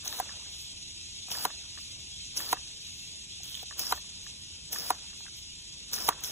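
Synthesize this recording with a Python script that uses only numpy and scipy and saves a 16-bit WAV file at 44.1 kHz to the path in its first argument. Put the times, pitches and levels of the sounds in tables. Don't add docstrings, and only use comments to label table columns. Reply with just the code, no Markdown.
import sys
import numpy as np
from scipy import signal
from scipy.fft import rfft, irfft, next_fast_len
from scipy.io import wavfile
from scipy.ndimage import uniform_filter1d

SR = 44100
rng = np.random.default_rng(int(sys.argv[2]) if len(sys.argv) > 2 else 0)


def wav_out(sig):
    wavfile.write(sys.argv[1], SR, np.round(np.clip(np.atleast_2d(sig).T, -1, 1) * 32767).astype(np.int16))


N = 278271


def gain_of(db):
    return 10 ** (np.asarray(db) / 20)


def evened(x):
    return x / np.sqrt(np.mean(x ** 2) + 1e-20)


def read(points, hz):
    f, value = np.transpose(points)
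    return np.interp(np.log(hz + 1), np.log(f + 1), value)


def follow(curve):
    s, value = np.transpose(curve)
    return np.interp(np.arange(N) / SR, s, value)


def add(mix, s, sound):
    part = mix[..., max(round(s * SR), 0):][..., :sound.shape[-1]]
    part += sound[..., :part.shape[-1]]


TONE_WIDTH_HZ = 16.


def noise(spectrum, patchy_db, size=512, tones=(), count=5):
    frames, hz = 2 * N // size + 3, np.fft.rfftfreq(size, 1 / SR)
    a, b, c, d, patches = rng.standard_normal((frames, len(hz), 5)).T
    patches = uniform_filter1d(patches, size=count, axis=0)
    patches = evened(uniform_filter1d(patches, size=count + 1, axis=1))
    outside = (hz < spectrum[0][0]) | (hz > 1.1 * spectrum[-1][0])
    ends_db = np.where(outside, -50, 0)
    peaks_db = sum(db * np.exp(-((hz - f) / TONE_WIDTH_HZ) ** 2) for f, db in tones)
    colour_db = (read(spectrum, hz) + ends_db + peaks_db)[:, None]
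    z = np.array([a + 1j * b, c + 1j * d]) * gain_of(colour_db + patchy_db * patches)
    x = signal.istft(z, window="cosine", nperseg=size, noverlap=size // 2)[1]
    return evened(x[:, :N])


def sputter(per_s, spread_db, ms):
    size_db = spread_db * np.minimum(rng.exponential(1, N), 4)
    drops = gain_of(size_db) * (rng.random(N) < per_s / SR)
    return evened(1 + signal.lfilter([1], [1, -np.exp(-1000 / (ms * SR))], drops))


def resonate(x, hz, width_hz):
    turn = np.exp(2j * np.pi * np.cumsum(hz * np.ones(x.shape[-1])) / SR)
    r = np.exp(-np.pi * width_hz / SR)
    return 2 * (turn * signal.lfilter([1 - r], [1, -r], x / turn)).real


def ring(modes, t, spread_turns, rise_s):
    hz, db, t60 = np.transpose(modes)[:, None, :, None]
    wave = np.sin(2 * np.pi * (hz * t + spread_turns[..., None]))
    x = (gain_of(db - 60 * t / t60) * wave).sum(1)
    x = x * (1 - np.exp(-t / rise_s)) ** 2
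    return x / abs(x).max()


# f/Hz, relative density/dB
FLOOR_SPECTRUM = [(100, 2.5), (400, 3), (1500, -6), (3000, 0)]
FLOOR_DB, FLOOR_PATCHES_DB = -66.5, 3.5


def floor():
    return gain_of(FLOOR_DB) * noise(FLOOR_SPECTRUM, FLOOR_PATCHES_DB, size=1024, count=8)


# f/Hz, relative density/dB
RUMBLE_SPECTRUM = [(12, -48), (20, -6), (69, 6), (210, -5.5), (240, -9.5), (370, -12.5), (539, -25.5),
                   (593, -60), (832, -20.5), (1360, -30.5), (1800, -24), (2340, -29), (3960, -120)]
RUMBLE_DB, RUMBLE_SWELL_DB = -57, -0.5


def rumble():
    t = np.arange(N) / SR
    waves = [np.sin(2 * np.pi * (f * t + rng.random())) / np.sqrt(f) for f in np.geomspace(.5, 5, 12)]
    level_db = RUMBLE_DB + RUMBLE_SWELL_DB * evened(sum(waves))
    return gain_of(level_db) * noise(RUMBLE_SPECTRUM, 1.0, size=4096)


# f/Hz, relative density/dB
CHORUS_SPECTRUM = [(1500, -27), (2000, -13.5), (2600, 0), (3400, 6), (4300, 6.5), (5500, 4), (6600, 2.5),
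                   (7400, -0.5), (8000, 1), (9800, -3), (10400, -12), (11000, -25.5), (11700, -29),
                   (12600, -16), (13600, -26), (14000, -68), (15500, -99)]
# t/s, level/dB
CHORUS_LEVEL = [(0.0, -43), (3.2, -43.5), (6.31, -45.5)]
# f/Hz, level over the hiss/dB
CHORUS_TONES = [(2005, 4.), (2568, 3.), (2616, 4.), (2735, 4.), (3182, 4.), (3333, 6.5), (3530, 3.),
                (3779, 7.), (4140, 3.), (5067, 5.), (5565, 4.), (5835, 3.), (6071, 6.), (6404, 6.),
                (6565, 6.), (6655, 8.), (6750, 4.), (7020, 5.), (7164, 5.), (7260, 3.), (7430, 3.),
                (8417, 5.)]
FLUTTER_DB, CHORUS_PATCHES_DB = 1., 4.


def chorus():
    flutter = uniform_filter1d(rng.standard_normal(N), size=500)
    flutter = evened(uniform_filter1d(flutter, size=500))
    hiss = noise(CHORUS_SPECTRUM, CHORUS_PATCHES_DB, size=2048, tones=CHORUS_TONES, count=1)
    return gain_of(follow(CHORUS_LEVEL) + FLUTTER_DB * flutter) * hiss


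# t/s, level/dB
WASH_STARTS = [(.21, -53.5), (1.46, -60), (2.54, -59), (3.93, -62), (4.908, -58.5), (6.088, -53.5)]
# peak t/s, level/dB, half-length/s
SPLASH_SWELLS = [(0.23, -61, 0.027), (0.594, -53, 0.067), (1.478, -57, 0.024), (1.813, -62, 0.05),
                 (1.9, -63, .03), (2.005, -66, .015), (2.56, -74, 0.037), (2.957, -62, 0.18),
                 (3.964, -50, 0.04), (4.25, -65, 0.05), (4.42, -69, 0.049), (4.945, -54, 0.029),
                 (5.203, -62, 0.036), (5.39, -55.5, 0.03), (6.122, -56, 0.036)]
# f/Hz, relative density/dB
FIZZ_SPECTRUM = [(5000, 9), (9000, 12), (13000, 15.5), (15500, 10.5)]
# f/Hz, relative density/dB
GURGLE_SPECTRUM = [(150, -1.5), (400, -0.5), (1000, 3), (1800, -1.5), (2600, -15.5)]
DRAIN_DB_PER_S, WASH_FLOOR_DB = 54.5, -88
FIZZ_PATCHES_DB, WASH_PATCHES_DB = 6., 4.5


def landing():
    t = np.arange(N) / SR
    wash_gain = gain_of(WASH_FLOOR_DB)
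    for s, db in WASH_STARTS:
        wash_gain = wash_gain + (t > s) * gain_of(db - DRAIN_DB_PER_S * abs(t - s))
    fizz_gain = sum(gain_of(db) * np.exp(-((t - s) / half_s) ** 2) for s, db, half_s in SPLASH_SWELLS)
    fizz = noise(FIZZ_SPECTRUM, FIZZ_PATCHES_DB, count=8) * sputter(150, 3., 1.1)
    wash = noise(GURGLE_SPECTRUM, WASH_PATCHES_DB) * sputter(70, 1.6, 3.)
    return fizz_gain * fizz + wash_gain * wash


# t/s, level/dB, tilt/dB per octave
LEVER_TICKS = [(.126, -35.5, -3), (0.292, -36.5, 6), (1.351, -33, 1), (1.502, -37, -5), (1.774, -39.5, 0),
               (1.786, -44, -11), (2.402, -31, -4), (2.569, -38, 1), (3.71, -33.5, -2), (3.724, -41.5, -2),
               (3.833, -38, -8), (3.975, -39, -8), (4.265, -40, 1), (4.759, -31.5, 4), (5.13, -47.5, -6),
               (5.981, -35.5, 8), (6.125, -34.5, 1)]
# f/Hz, level/dB, t60/s
LEVER_MODES = [(653, -16.5, 0.021), (1157, 0, 0.017), (1752, 6, .013), (2490, -17, .018)]
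TICK_RUSTLE_S, TICK_RUSTLE_SHARE = .012, .3


def ticks():
    out, t = np.zeros((2, N)), np.arange(1500) / SR
    for s, db, tilt_db in LEVER_TICKS:
        spread = rng.random((2, len(LEVER_MODES))) - .5
        grit = rng.standard_normal((2, len(t)))
        modes = [(hz, m_db + tilt_db * np.log2(hz / LEVER_MODES[1][0]), t60) for hz, m_db, t60 in LEVER_MODES]
        rustle = resonate(grit, 1450, 1100.) * np.exp(-t / TICK_RUSTLE_S) * (1 - np.exp(-t / 0.0017))
        tick = ring(modes, t, .3 * spread, .001) + TICK_RUSTLE_SHARE * rustle
        add(out, s, gain_of(db) * tick)
    return out


# t/s, level/dB, centre f/Hz
BODY_KNOCKS = [(0.06, -38.5, 800), (0.187, -35.5, 900), (0.2, -29.5, 1630), (1.285, -40, 890),
               (1.316, -37.5, 890), (3.403, -51.5, 750), (3.629, -38.5, 676), (3.79, -41, 960),
               (3.911, -33, 950), (4.729, -41.5, 626), (5.206, -45, 990), (5.254, -50, 980),
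               (5.264, -41.5, 1740), (5.28, -45.5, 1410), (5.934, -37.5, 1210), (6.107, -32, 1130),
               (6.236, -43, 1300)]
# f/Hz, level in a clack/dB, clack t60/s
NOZZLE_MODES = [(310, -11.5, 0.047), (444, -3.5, 0.03), (753, 3, 0.025), (978, 12.5, 0.015),
                (1149, 2.5, 0.02), (1421, 2.5, 0.019), (1595, -9.5, 0.026), (1808, -1, 0.015),
                (2040, -8, 0.023), (2460, -11, 0.026), (3100, 13, 0.011), (3960, 15, 0.018),
                (5200, -7, 0.0098)]
KNOCK_LOSS_DB_PER_OCTAVE, KNOCK_RING = 22, .9
RUSTLE_S, RUSTLE_SHARE = .012, .3


def knocks():
    out, t = np.zeros((2, N)), np.arange(3000) / SR
    for s, db, centre_hz in BODY_KNOCKS:
        spread = rng.random((2, len(NOZZLE_MODES))) - .5
        grit = rng.standard_normal((2, len(t)))
        modes = [(hz, -KNOCK_LOSS_DB_PER_OCTAVE * abs(np.log2(hz / centre_hz)), KNOCK_RING * t60)
                 for hz, _, t60 in NOZZLE_MODES]
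        rustle = resonate(grit, centre_hz, 1440.0) * np.exp(-t / RUSTLE_S) * (1 - np.exp(-t / 0.00185))
        knock = ring(modes, t, 0.8 * spread, 0.0016) + RUSTLE_SHARE * rustle
        add(out, s - .001, gain_of(db) * knock)
    return out


# t/s, level/dB, crack
# gain re body/dB, favoured f/Hz, loss away from it/dB per octave
VALVE_CLACKS = [(.2, -20, 8.5, 780, 25), (1.452, -14.5, 10, 1030, 7.5), (2.529, -14, 10.5, 880, 8),
                (3.924, -14.5, 5.5, 1200, 8.5), (4.905, -13, 7.5, 900, 11), (6.0858, -15.5, -2, 770, 7.5),
                (6.0893, -14.5, 15.5, 1080, 37)]
CRACK_EDGE, CRACK_SNAP, CRACK_FIZZ = .6, 1.1, .9


def clacks():
    out, t = np.zeros((2, N)), np.arange(3000) / SR
    for s, db, crack_db, best_hz, loss_db in VALVE_CLACKS:
        spread = rng.random((2, len(NOZZLE_MODES))) - .5
        grit = rng.standard_normal((2, len(t)))
        modes = [(hz, m_db - loss_db * abs(np.log2(hz / best_hz)), t60) for hz, m_db, t60 in NOZZLE_MODES]
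        body = ring(modes, t, spread * [[.06], [.25]], 0.0045)
        add(out, s - .0024, gain_of(db) * body)

        edge = (grit - resonate(grit, 275, 1800.0) / 2) * t / 0.003 * np.exp(-t / 0.00069)
        snap, fizz = resonate(edge, 3400, 2170), resonate(edge, 11000, 4000.)
        tail = 0.071 * grit * np.exp(-t / 0.0062)
        crack = CRACK_EDGE * edge + CRACK_SNAP * snap + CRACK_FIZZ * fizz + tail
        add(out, s - .0004, gain_of(db + crack_db) * crack)

        blur = resonate(resonate(grit, 970, 890), 970, 890)
        blur = blur * np.exp(-t / 0.021) * (1 - np.exp(-t / 0.013))
        add(out, s, gain_of(db - 10.5) * blur)
    return out


# opens t/s, shuts t/s, opening burst/dB, steady flow/dB,
# closing surge/dB, gurgle/dB, whistle start f/Hz, whistle end f/Hz, whistle/dB (flow: before HISS_DB)
SQUEEZES = [(0.052, 0.202, -50.5, -57, -48, -53.5, 5930, 3900, -46.5),
            (1.315, 1.454, -47, -56, -43, -50.5, 5440, 4800, -41),
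            (2.372, 2.53, -42, -60, -43, -52, 5650, 4650, -41),
            (3.44, 3.636, -61, -62.5, -66, -66, 3000, 3480, -52),
            (3.792, 3.925, -44.5, -58.5, -44.5, -51.5, 5200, 5150, -39),
            (4.728, 4.906, -45, -56, -46, -51.5, 5200, 5000, -41.5),
            (5.934, 6.085, -42.5, -56, -41.5, -49.5, 5350, 5260, -40.5),
            (6.239, 6.4, -46.5, -55, -47, -51, 5900, 5400, -42.5)]
# peak t/s, level/dB, centre f/Hz, half-length/ms, bright edge re puff/dB
PLACED_SPITS = [(0.0493, -42, 3330, 1, -3), (0.057, -32, 3660, 0.98, -8), (.063, -41, 5000, 0.67, -1),
                (0.075, -28, 4000, 1, -12), (0.0794, -28.5, 6100, 2.2, -1), (0.127, -33, 4000, 1.4, -4),
                (.188, -49, 6800, 1.5, -3), (0.1928, -34, 6000, 0.82, 5), (1.287, -53, 7000, .9, 13),
                (1.3042, -37, 3220, 1.5, -8), (1.3092, -33, 6100, .8, 1), (1.3166, -27.5, 5800, 1.8, -7),
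                (1.3175, -29, 3270, 1.5, -20), (1.324, -36, 5700, 2.5, -10), (1.345, -33, 4900, 1., -12),
                (1.351, -34, 4800, 1.5, -4), (1.386, -30, 4700, 1.1, -12), (1.413, -36, 4700, 1., -12),
                (1.432, -36, 4800, .7, -6), (2.3662, -35, 6460, .9, -12), (2.372, -30, 6130, 0.67, -14),
                (2.3742, -25, 5560, 1.5, -11), (2.379, -24, 5900, 1, -15), (2.492, -35, 4500, 1.5, -14),
                (2.513, -34, 4500, 1., -14), (2.523, -44, 7000, 1, 1), (3.4341, -32, 6170, .6, -11),
                (3.4425, -44, 7000, .8, 9), (3.459, -49, 3360, 1.7, -12), (3.5, -50, 7000, 0.9, 11),
                (3.52, -47, 3530, 2.6, -16), (3.5451, -32.5, 3490, 1.2, -13), (3.553, -34, 3450, 2.4, -14),
                (3.568, -47, 3300, 3.8, -14), (3.5945, -34.5, 3350, 0.86, -13), (3.575, -38, 3300, 2.5, -9),
                (3.601, -43, 3300, 3., -14), (3.622, -51, 7000, .8, 10), (3.63, -51.5, 7000, 1.5, 13),
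                (3.783, -36, 7500, 1.4, -1), (3.794, -24, 5490, .8, 3), (3.7955, -34, 6500, 0.81, 10),
                (3.8015, -37, 6000, .7, -4), (3.8085, -35, 5500, 0.59, -8), (3.814, -39, 5300, .7, -8),
                (3.8625, -37, 6600, 0.8, -14), (3.869, -28.5, 5530, 0.87, -5), (3.911, -42, 6230, 1.3, 3),
                (4.724, -36, 6720, 1, 4), (4.7307, -34.5, 6300, 1.2, 12.5), (4.736, -35, 6000, 1.2, -4),
                (4.7868, -27.5, 5380, 0.81, 2), (4.7985, -33, 5300, .6, -6), (4.806, -34.5, 5200, 1.5, -6),
                (4.821, -32, 5000, 1., -10), (4.893, -40, 6500, 1.6, 6), (5.915, -43, 6000, 0.85, 1),
                (5.934, -26, 5240, .8, -4), (5.94, -26, 5900, 1.1, -5), (5.946, -29, 5430, 1, -16),
                (5.963, -31, 5270, 1.2, -14), (5.987, -33, 5300, 1.2, -14), (6.003, -34, 5300, 1.2, -17),
                (6.023, -31, 5300, 1.2, -14), (6.208, -57, 7000, 1.2, 15), (6.2372, -39, 6540, 1, 1),
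                (6.2402, -29, 6370, 1.7, 1), (6.246, -27.5, 3600, 1.4, -14)]
SMALL_SPITS_PER_SPURT, SMALL_SPIT_DB, SMALL_SPREAD_DB = 8, 7, 4
SMALL_EDGE_DB, SMALL_SPIT_MS, SPIT_WIDTH_HZ = -6, 0.66, 1020


def spits(whistle_hz):
    out, t = np.zeros((2, N)), np.arange(-400, 400) / SR
    small = []
    for opens, shuts, _, flow_db, *_ in SQUEEZES:
        for when, size in rng.random((SMALL_SPITS_PER_SPURT, 2)):
            s = opens + (shuts - opens) * when
            db = flow_db + SMALL_SPIT_DB + SMALL_SPREAD_DB * (2 * size - 1)
            small.append((s, db, whistle_hz[min(round(s * SR), N - 1)], SMALL_SPIT_MS, SMALL_EDGE_DB))
    for s, db, centre_hz, half_ms, edge_db in list(PLACED_SPITS) + small:
        grit = rng.standard_normal((2, len(t)))
        body = resonate(resonate(grit, centre_hz, SPIT_WIDTH_HZ), centre_hz, SPIT_WIDTH_HZ)
        edge = evened(np.diff(grit, prepend=0))
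        puff = evened(body) + gain_of(edge_db) * edge
        add(out, s + t[0], gain_of(db) * puff * np.exp(-(1000 * t / half_ms) ** 2))
    return out


RISE_DB_PER_S, GURGLE_RISE_DB_PER_S = 1300, 483
SETTLE_S, SURGE_S = 0.054, 0.032
SAG_S, WHISTLE_FADE_S = 0.012, .015


def valve():
    t = np.arange(N) / SR
    flow, gurgle, blow = np.zeros((3, N))
    whistle_hz = np.full(N, float(SQUEEZES[0][6]))
    for opens, shuts, burst_db, flow_db, surge_db, gurgle_db, start_hz, end_hz, whistle_db in SQUEEZES:
        early, since = np.minimum(t - opens, 0), np.maximum(t - opens, 0)
        on = t < shuts
        db = flow_db + (burst_db - flow_db) * np.exp(-since / SETTLE_S)
        db = db + (surge_db - flow_db) * np.exp(-np.maximum(shuts - t, 0) / SURGE_S)
        flow = flow + on * gain_of(db + RISE_DB_PER_S * early)
        gurgle = gurgle + on * gain_of(gurgle_db + GURGLE_RISE_DB_PER_S * early)
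        fade = np.clip((shuts - t) / WHISTLE_FADE_S, 0, 1)
        blow = blow + fade * gain_of(whistle_db + RISE_DB_PER_S * early)
        sagging_hz = end_hz + (start_hz - end_hz) * np.exp(-since / SAG_S)
        whistle_hz = np.where(t > opens - .1, sagging_hz, whistle_hz)
    return uniform_filter1d(flow, size=150), uniform_filter1d(gurgle, size=150), blow, whistle_hz


# f/Hz, relative density/dB
JET_SPECTRUM = [(2000, -13.5), (3000, 1), (4300, 2), (6500, 2), (8500, 1.5), (11000, 2), (15500, 1)]
HISS_DB, HISS_PATCHES_DB = 11, 2.5
WHISTLE_WIDTH_HZ, GURGLE_PATCHES_DB = 780, 2.


def jet(flow, gurgle, blow, whistle_hz):
    hiss = noise(JET_SPECTRUM, HISS_PATCHES_DB, size=256) * sputter(260, 2.2, 0.4)
    tone = resonate(rng.standard_normal((2, N)), whistle_hz, WHISTLE_WIDTH_HZ)
    tone = evened(resonate(tone, whistle_hz, WHISTLE_WIDTH_HZ))
    whistle = blow * tone * sputter(110, 1.3, 2.7)
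    water = gurgle * noise(GURGLE_SPECTRUM, GURGLE_PATCHES_DB)
    return gain_of(HISS_DB) * flow * hiss + whistle + water


def scene():
    flow, gurgle, blow, whistle_hz = valve()
    background = rumble() + chorus() + landing()
    handling = ticks() + knocks() + clacks()
    return background + handling + spits(whistle_hz) + jet(flow, gurgle, blow, whistle_hz)


# f/Hz, left lead over right/half turns (before the lingering step)
LEFT_LEAD = [(0, -.03), (60, -.06), (300, -.14), (700, -.24), (1200, -.33), (2000, 0.), (2600, .44),
             (4000, .6), (4650, 1.), (5300, 1.4), (6000, 1.58), (6850, 2.), (8950, 3.), (11000, 4.),
             (13170, 5.), (15400, 6.), (22050, 9.1)]
# f/Hz, share/0-1
PORT_LIKENESS = [(500, 1), (2000, 0.9), (3000, 0), (4500, 0.3), (15000, 0.4)]
# f/Hz, gain/dB
RIGHT_GAIN = [(100, .3), (350, 2.2), (700, 1.1), (1400, 1.5), (2800, .4), (4000, 0.)]
EDGE_HZ = 15600


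def record(dry):
    size = next_fast_len(N + 4096)
    hz = np.fft.rfftfreq(size, 1 / SR)
    common, apart = rfft(dry, size)
    half = np.pi / 2 * np.interp(hz, *np.transpose(LEFT_LEAD))
    half = half - .98 * (half > 0) * np.sin(4 * half) / 4
    alike = np.clip(read(PORT_LIKENESS, hz), 0, 1)
    mid = np.cos(half) * common
    side = 1j * np.sin(half) * (alike * common + np.sqrt(1 - alike ** 2) * apart)
    right = (mid - side) * gain_of(read(RIGHT_GAIN, hz))
    out = irfft(np.array([mid + side, right]), size)[:, :N] + floor()
    lowpass = signal.firwin(1023, EDGE_HZ, window=("kaiser", 9), fs=SR)
    return signal.oaconvolve(out, lowpass[None], "same")


dry = scene()
out = record(dry)
wav_out(out)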